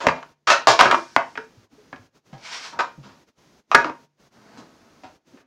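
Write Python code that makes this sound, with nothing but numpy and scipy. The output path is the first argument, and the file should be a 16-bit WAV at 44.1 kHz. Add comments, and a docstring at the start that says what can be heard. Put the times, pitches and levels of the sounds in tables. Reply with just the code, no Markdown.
"""At a desk in a small room, close to a microphone, a small tin can is knocked about, lifted and set down.
Each impact excites damped modes of its wall and lid, and the desk thumps under the can and the hand.
Friction sounds as fingers rub the can and, once, as it slides across the top. The hardest knocks
overload the recorder; between them are faint hiss and the rustle of someone shifting."""
import sys
import numpy as np
from scipy import signal
from scipy.fft import rfft, irfft
from scipy.io import wavfile
from scipy.ndimage import uniform_filter1d

SR = 44100
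rng = np.random.default_rng(int(sys.argv[2]) if len(sys.argv) > 2 else 0)


def transcribe(u):
    """Save the signal u as a 16-bit wav file named by the first command-line argument.

    u: samples, shape (n,) or (channels, n), limited to [-1, 1]; the rate is SR.
    q: integer samples, one column per channel.
    """
    v = np.clip(np.atleast_2d(u).T, -1, 1)
    q = np.round(v * 32767).astype(np.int16)
    wavfile.write(sys.argv[1], SR, q)


N = 240992
TIME = np.arange(N) / SR


# Impacts of the can:
# (time [s], relative level [dB], bass [dB], treble [dB], wall resonance [Hz], room send [dB])
KNOCKS = [ (0.068, 0.5, 9, -3.5, 685, -9.5), (0.085, -2.5, -4, -9, 1076, -6),
          (0.182, -31.5, 5, -7.5, 646, -9), (0.228, -28, -12, -2.5, 1090, -8),
          (0.502, -1.5, -4, 7.5, 1404, 4), (0.671, 2, -5, 3.5, 800, 2.5), (0.791, -1, -9.5, 2.5, 1040, 3),
          (0.800, -4.5, -28, 0, 770, 3.5), (0.809, 6, -5.5, 1, 1330, -25),
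          (0.821, -3.5, 3, 2.5, 917.4, 1.5), (0.856, -5, 6.5, -3.5, 1228, 0),
          (0.901, -13.5, 1, -15, 990, -3), (0.912, 0.5, -7, -1.5, 1080, -8), (0.925, -5, 0, -13, 946, -3),
          (0.944, -5, -2, -10, 1080, -10.5), (1.163, 1, -3, -11, 962, -7),
          (1.354, -24.5, -3, -11, 2320, -5.5), (1.3746, -15.5, 6.5, -6, 1500, -7.5),
          (1.928, -23, 14, -9, 1600, -5.5), (1.959, -38, 9, 9.5, 2400, -8.5),
          (2.795, -11, -6.5, -8.5, 946, -11.5), (2.805, -12, -7.5, -1.5, 970, -13.5),
          (3.7149, -8, -13, -8, 1099, -1.5), (3.7455, 7, -5, -37, 1435, -13),
          (3.748, 10, 2.5, -1.5, 1498, -7.5), (3.844, -12.5, -4.5, -7.5, 1200, -8),
          (3.897, -23.5, 13.5, -8.5, 1000, -16)]

def knocks(skid_s=0.0058, chatter_s=0.0067, chatter_db=-5, touch_db=-3):
    """Impact excitation: a touch, a skid and lid chatter sum to one force. Yields (time, sound, send)."""
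    t = TIME[:8192]
    for start, db, bass_db, treble_db, wall_hz, room_db in KNOCKS:
        skid = slips(len(t), spread_db=4) * np.exp(-t / skid_s)
        chatter = rng.standard_normal(len(t)) * np.sqrt(t) * np.exp(-2 * t / chatter_s)
        force = unit_energy(skid) + gain_of(chatter_db) * unit_energy(chatter)
        force[0] += gain_of(touch_db)
        pulse = contact_pulse(bass_db, treble_db, wall_hz)
        yield start, gain_of(db) * signal.fftconvolve(force, pulse), room_db


# Brief drags of the can or hand:
# (time [s], relative level [dB], bass [dB], treble [dB], wall resonance [Hz], decay time [s])
SCUFFS = [ (0.002, -16.5, 7, 7, 1010, 0.03), (0.037, -16, 11.5, -17, 650, .025),
          (0.151, -28.5, 0, 1.5, 960, .022), (0.470, 0, -2.5, 5, 1260, .024),
          (0.678, 2.5, 0, 14.5, 763, .021), (2.327, -33, 11.5, 2.5, 800, 0.017),
          (2.722, -25, 11.5, -23, 920, .056), (2.789, -9, -7, -0.5, 1004, 0.0096),
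          (3.027, -32, 22, 10, 1070, 0.06), (3.85, -15.5, 6.5, -5.5, 1046, 0.01),
          (4.576, -32, 17.5, 20, 676, .011), (5.034, -30.5, 20, 3.5, 760, 0.012),
          (5.324, -44.5, 12, -19, 423, 0.037), (5.37, -40.5, -7, -10, 2450, 0.011)]

def scuffs(rise_share=0.092, room_db=1.5):
    """Transient friction: a burst of slips swells and decays. Yields (time, sound, send)."""
    t = TIME[:8192]
    for start, db, bass_db, treble_db, wall_hz, decay_s in SCUFFS:
        envelope = (1 - np.exp(-t / (rise_share * decay_s))) * np.exp(-t / decay_s)
        force = unit_energy(slips(len(t), spread_db=4) * envelope)
        pulse = contact_pulse(bass_db, treble_db, wall_hz, lid_hz=wall_hz)  # dragging sharpens the ring
        yield start, gain_of(db) * signal.fftconvolve(force, pulse), room_db


# Spectrum of a contact: (frequency [Hz], relative level [dB])
CONTACT_SPECTRUM = [(30, -23), (100, -16.5), (250, -11), (500, -2), (900, -2.5), (1500, -1), (2200, -5),
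                    (3500, -11), (5500, -16), (7000, -22), (8500, -36.5), (12000, -48.5), (16000, -57.5)]

def contact_pulse(bass_db, treble_db, wall_hz, lid_hz=2665, wall_db=10, lid_db=3, delay_s=0.001097):
    """Dispersion: bending waves in thin sheet travel faster at high frequency, spreading the click."""
    size = 4096
    signed_hz = np.fft.fftfreq(size, 1 / SR)
    hz = abs(signed_hz) + 1
    db = value_at(CONTACT_SPECTRUM, hz)
    db += bass_db / (1 + (hz / 420) ** 4) + treble_db / (1 + (2600 / hz) ** 4)
    db += wall_db / (1 + (np.log2(hz / wall_hz) / 0.35) ** 2)  # half-widths in octaves
    db += lid_db / (1 + (np.log2(hz / lid_hz) / 0.086) ** 2)
    log_spectrum = np.conj(signal.hilbert(np.log(gain_of(db))))  # minimum phase keeps the pulse causal
    lag = 4 * np.pi * delay_s * np.sign(signed_hz) * np.sqrt(hz * wall_hz)
    pulse = np.fft.ifft(np.exp(log_spectrum - 1j * lag)).real[:size // 2]
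    return pulse / abs(pulse).max()


# Modes of the can and the desk under it: (frequency [Hz], relative level [dB], 60 dB decay time [s])
CAN_MODES = [(146, -36, 0.73), (266, -28.5, 0.17), (334, -33, 0.3), (377, -32.5, 0.17), (553, -26, 0.14),
             (670, -28, 0.16), (762, -28.5, 0.012), (934, -25.5, 0.26), (1040, -31.5, 0.12),
             (1215, -31, 0.028), (1210, -36.5, 0.015), (1414, -29, 0.085), (1668, -27, 0.16),
             (1650, -27, 0.012), (2210, -28.5, .07), (2400, -26, 0.3), (2503, -23, 0.12),
             (2950, -30, 0.012), (3200, -20, 0.02)]

def can(contacts, ring_db=-28):
    """Modal superposition: each contact is heard directly and through the damped modes it excites."""
    t = TIME[:SR // 2]
    response = gain_of(ring_db) * sum(gain_of(db - 60 * t / t60) * np.cos(2 * np.pi * hz * t)
                                      for hz, db, t60 in CAN_MODES)
    response[0] += 1
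    return signal.fftconvolve(contacts, response)[:N]


# Pushes of the hand on the desk: (time [s], level [dB], initial frequency [Hz], final frequency [Hz])
HAND_BUMPS = [(0.087, -23, 172, 162), (0.679, -29.5, 129, 115), (0.965, -28.5, 361, 333),
              (1.385, -37, 446, 442), (1.571, -47, 113.2, 100.3), (1.726, -48.5, 271.7, 257),
              (1.78, -47, 428, 424), (1.994, -47, 107, 100), (2.327, -35, 203, 116),
              (2.977, -34.5, 195, 126), (3.05, -44, 213, 185), (3.848, -28, 333, 305),
              (4.577, -39.5, 265.3, 257), (5.334, -44.5, 272, 261)]

def desk_thumps(rise_s=0.011, settle_s=0.017, knock_db=-29.5, knock_hz=(273, 251)):
    """Damping: the desk's higher vibration dies first, so each thump of hand or can sags in pitch."""
    out, t = np.zeros(N), TIME[:SR // 4]
    under_knocks = [(start, db + bass_db + knock_db, *knock_hz) for start, db, bass_db, *_ in KNOCKS]
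    envelope = t / rise_s * np.exp(1 - t / rise_s)
    for start, db, initial_hz, final_hz in HAND_BUMPS + under_knocks:
        cycles = np.cumsum(final_hz + (initial_hz - final_hz) * np.exp(-t / settle_s)) / SR
        unevenness = uniform_filter1d(uniform_filter1d(rng.standard_normal(len(t)), size=160), size=20)
        pressure = 1 + 0.3 * unit_rms(unevenness)
        add(out, start, gain_of(db) * pressure * envelope * np.sin(2 * np.pi * cycles))
    return out


# Envelope of the sliding can: (time [s], relative level [dB])
SLIDE_ENVELOPE = [(2.38, -51), (2.396, -57.5), (2.458, -36.5), (2.506, -39), (2.528, -30.5), (2.608, -40.5),
                  (2.652, -34), (2.734, -53), (2.74, -59)]
# Its spectrum: (frequency [Hz], relative level [dB])
SLIDE_SPECTRUM = [(88, -55), (150, -35), (468, -10.5), (556, -9.5), (936, -2.5), (1050, -3.5), (1320, -1),
                  (2020, -3), (2180, 2), (2920, -4), (5610, -3.5), (15000, -49)]

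def slide(fine_slips, db=-3.5):
    """Sliding friction: fine slips between can and desk merge into a scrape."""
    return gain_of(db) * envelope_of(SLIDE_ENVELOPE) * shaped(fine_slips, SLIDE_SPECTRUM)


# Envelope of fingers rubbing the lifted can: (time [s], relative level [dB])
GRIP_ENVELOPE = [(.93, -42.5), (1.0, -52.5), (1.08, -58), (1.45, -66.5)]
# Its spectrum: (frequency [Hz], relative level [dB])
GRIP_SPECTRUM = [(300, -29), (1500, 10.5), (3000, -0.5), (5500, 7), (7000, -2.5), (9000, -10.5),
                 (15000, -33)]

def grip(fine_slips, db=1.5):
    """Friction of skin on metal: fine slips make a bright, fading rub."""
    return gain_of(db) * envelope_of(GRIP_ENVELOPE) * shaped(fine_slips, GRIP_SPECTRUM)


# Envelope of someone shifting: (time [s], level [dB])
RUSTLE_ENVELOPE = [(4.3, -76.5), (4.37, -61), (4.6, -50), (4.68, -62), (5.1, -64), (5.18, -87)]
# Its spectrum: (frequency [Hz], relative level [dB])
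RUSTLE_SPECTRUM = [(29, -57), (50, -23), (242, -6), (307, -11.5), (919, -13), (1010, -14.5), (1310, -14),
                   (3670, -33), (4230, -24.5), (15000, -58)]

def rustle():
    """Coarse friction: a shifting body makes slips of widely varying size."""
    return envelope_of(RUSTLE_ENVELOPE) * shaped(slips(N, spread_db=7), RUSTLE_SPECTRUM)


# Early reflections from nearby surfaces: (delay [s], relative amplitude [1])
REFLECTIONS = [(.0032, 0.26), (.0058, -.25), (.0093, 0.27), (0.0126, 0.11), (0.019, -0.18)]
# Reverberation time: (frequency [Hz], 60 dB decay time [s])
REVERB_TIMES = [(100, 0.24), (400, 0.29), (1000, 0.22), (2800, 0.27), (7000, 0.23), (15000, 0.16)]
# Spectral weighting by the room's walls: (frequency [Hz], gain [dB])
WALL_RESPONSE = [(60, 1.5), (250, -0.5), (1000, 1.5), (2500, -3.5), (4500, 0), (9000, 1), (15000, 2.5)]

def room(sound, build_s=0.0046, echo_db=-4, tail_db=-1):
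    """Reverberation: discrete reflections lead into a diffuse tail, each band decaying at its own rate."""
    hz, t, bands = signal.stft(rng.choice([-1., 1.], SR), SR, nperseg=256)
    decay = gain_of(-60 * t / value_at(REVERB_TIMES, hz)[:, None])
    tail = signal.istft(bands * decay, SR, nperseg=256)[1][:SR]
    tail *= 1 - np.exp(-(TIME[:SR] / build_s) ** 2)
    response = gain_of(tail_db) * unit_energy(tail)
    for delay, gain in REFLECTIONS:
        add(response, delay, np.array([gain * gain_of(echo_db)]))
    wall_gain = gain_of(value_at(WALL_RESPONSE, np.arange(SR // 2 + 1)))
    return signal.fftconvolve(sound, irfft(rfft(response) * wall_gain))[:N]


# Spectrum of the background: (frequency [Hz], relative level [dB])
HISS_SPECTRUM = [(18, -42.5), (30, -8), (244, 0.5), (402, -2.5), (698, -8), (1060, -10.5), (1180, -11),
                 (1310, -11), (2330, -16), (3830, -17.5), (4860, -17), (6480, -17.5), (7990, -29.5),
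                 (15800, -35.5)]
# Lulls in it: (start [s], end [s])
HISS_LULLS = [(0.337, 0.475), (1.665, 1.708), (2.083, 2.138), (2.195, 2.25), (3.25, 3.268), (3.308, 3.37),
              (3.615, 3.69), (4.065, 4.185), (4.292, 4.314), (5.18, 5.26), (5.43, 5.5)]

def hiss(db=-57.5, lull_db=19.5, fade_s=0.035):
    """Amplitude modulation: steady broadband noise sinks away in short lulls."""
    dip = sum(np.clip(0.5 + np.minimum(TIME - start, end - TIME) / fade_s, 0, 1)
              for start, end in HISS_LULLS)
    return gain_of(db - lull_db * dip) * shaped(rng.standard_normal(N), HISS_SPECTRUM)


def slips(count, spread_db):
    """Friction noise: tiny slips with a log-normal spread of sizes, at rms 1."""
    slip, size = rng.standard_normal((2, count))
    return unit_rms(slip * gain_of(spread_db * size))


def shaped(x, spectrum):
    """Linear filtering by a (frequency [Hz], level [dB]) curve, scaled to rms 1."""
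    gain = gain_of(value_at(spectrum, np.fft.rfftfreq(N, 1 / SR)))
    return unit_rms(irfft(rfft(x) * gain, N))


def value_at(table, hz):
    """Interpolation on a logarithmic frequency axis."""
    frequencies, values = np.transpose(table)
    return np.interp(np.log(hz + 1), np.log(frequencies), values)


def envelope_of(curve):
    """Amplitude envelope of a (time [s], level [dB]) curve, silent outside it."""
    times, db = np.transpose(curve)
    return gain_of(np.interp(TIME, times, db, left=-np.inf, right=-np.inf))


def gain_of(db):
    """Amplitude ratio of a level in decibels."""
    return 10 ** (np.asarray(db) / 20)


def unit_rms(x):
    """Normalisation to a mean square of 1."""
    return x / np.sqrt(np.mean(x ** 2) + 1e-20)


def unit_energy(x):
    """Normalisation to a sum of squares of 1."""
    return x / np.linalg.norm(x)


def add(mix, start, sound):
    """Superposition of a sound from a start time in seconds."""
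    part = mix[max(round(start * SR), 0):][:len(sound)]
    part += sound[:len(part)]


def scene(path_count=4):
    """Superposition: the direct sound of can, desk and friction, their reverberation, and the hiss."""
    direct, paths = np.zeros(N), np.zeros((path_count, N))
    contacts = sorted([*knocks(), *scuffs()], key=lambda contact: contact[0])
    for k, (start, sound, room_db) in enumerate(contacts):
        add(direct, start, sound)
        # the can keeps moving, so successive contacts reach the room by different paths
        add(paths[k % path_count], start, gain_of(room_db) * sound)
    fine_slips = slips(N, spread_db=3.5)
    friction = slide(fine_slips) + grip(fine_slips) + rustle()
    thumps = desk_thumps()
    reverberation = sum(room(can(path)) for path in paths) + room(friction + gain_of(-9.5) * thumps)
    return (can(direct) + thumps + friction + reverberation + hiss())[None]


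def record(dry, threshold_db=-4, release_db_per_s=350, reduction=0.29, attack_s=0.002, band_hz=(60, 15900)):
    """Overload: a limiter lowers the hardest knocks, whose first cycles outrun it and clip; band limits follow."""
    over_db = np.maximum(20 * np.log10(abs(dry[0]) + 1e-9) - threshold_db, 0)
    fall_db = TIME * release_db_per_s
    held_db = np.maximum.accumulate(over_db + fall_db) - fall_db
    pole = np.exp(-1 / (attack_s * SR))
    limited = dry / gain_of(reduction * signal.lfilter([1 - pole], [1, -pole], held_db))
    clipped = limited / (1 + (limited / 0.89) ** 10) ** 0.1  # soft ceiling at 0.89
    high_passed = signal.lfilter(*signal.butter(1, band_hz[0], "high", fs=SR), clipped)
    low_pass = signal.firwin(511, band_hz[1], window=("kaiser", 9), fs=SR)
    return signal.oaconvolve(high_passed, low_pass[None], "same")


dry = scene()
out = record(dry)
transcribe(out)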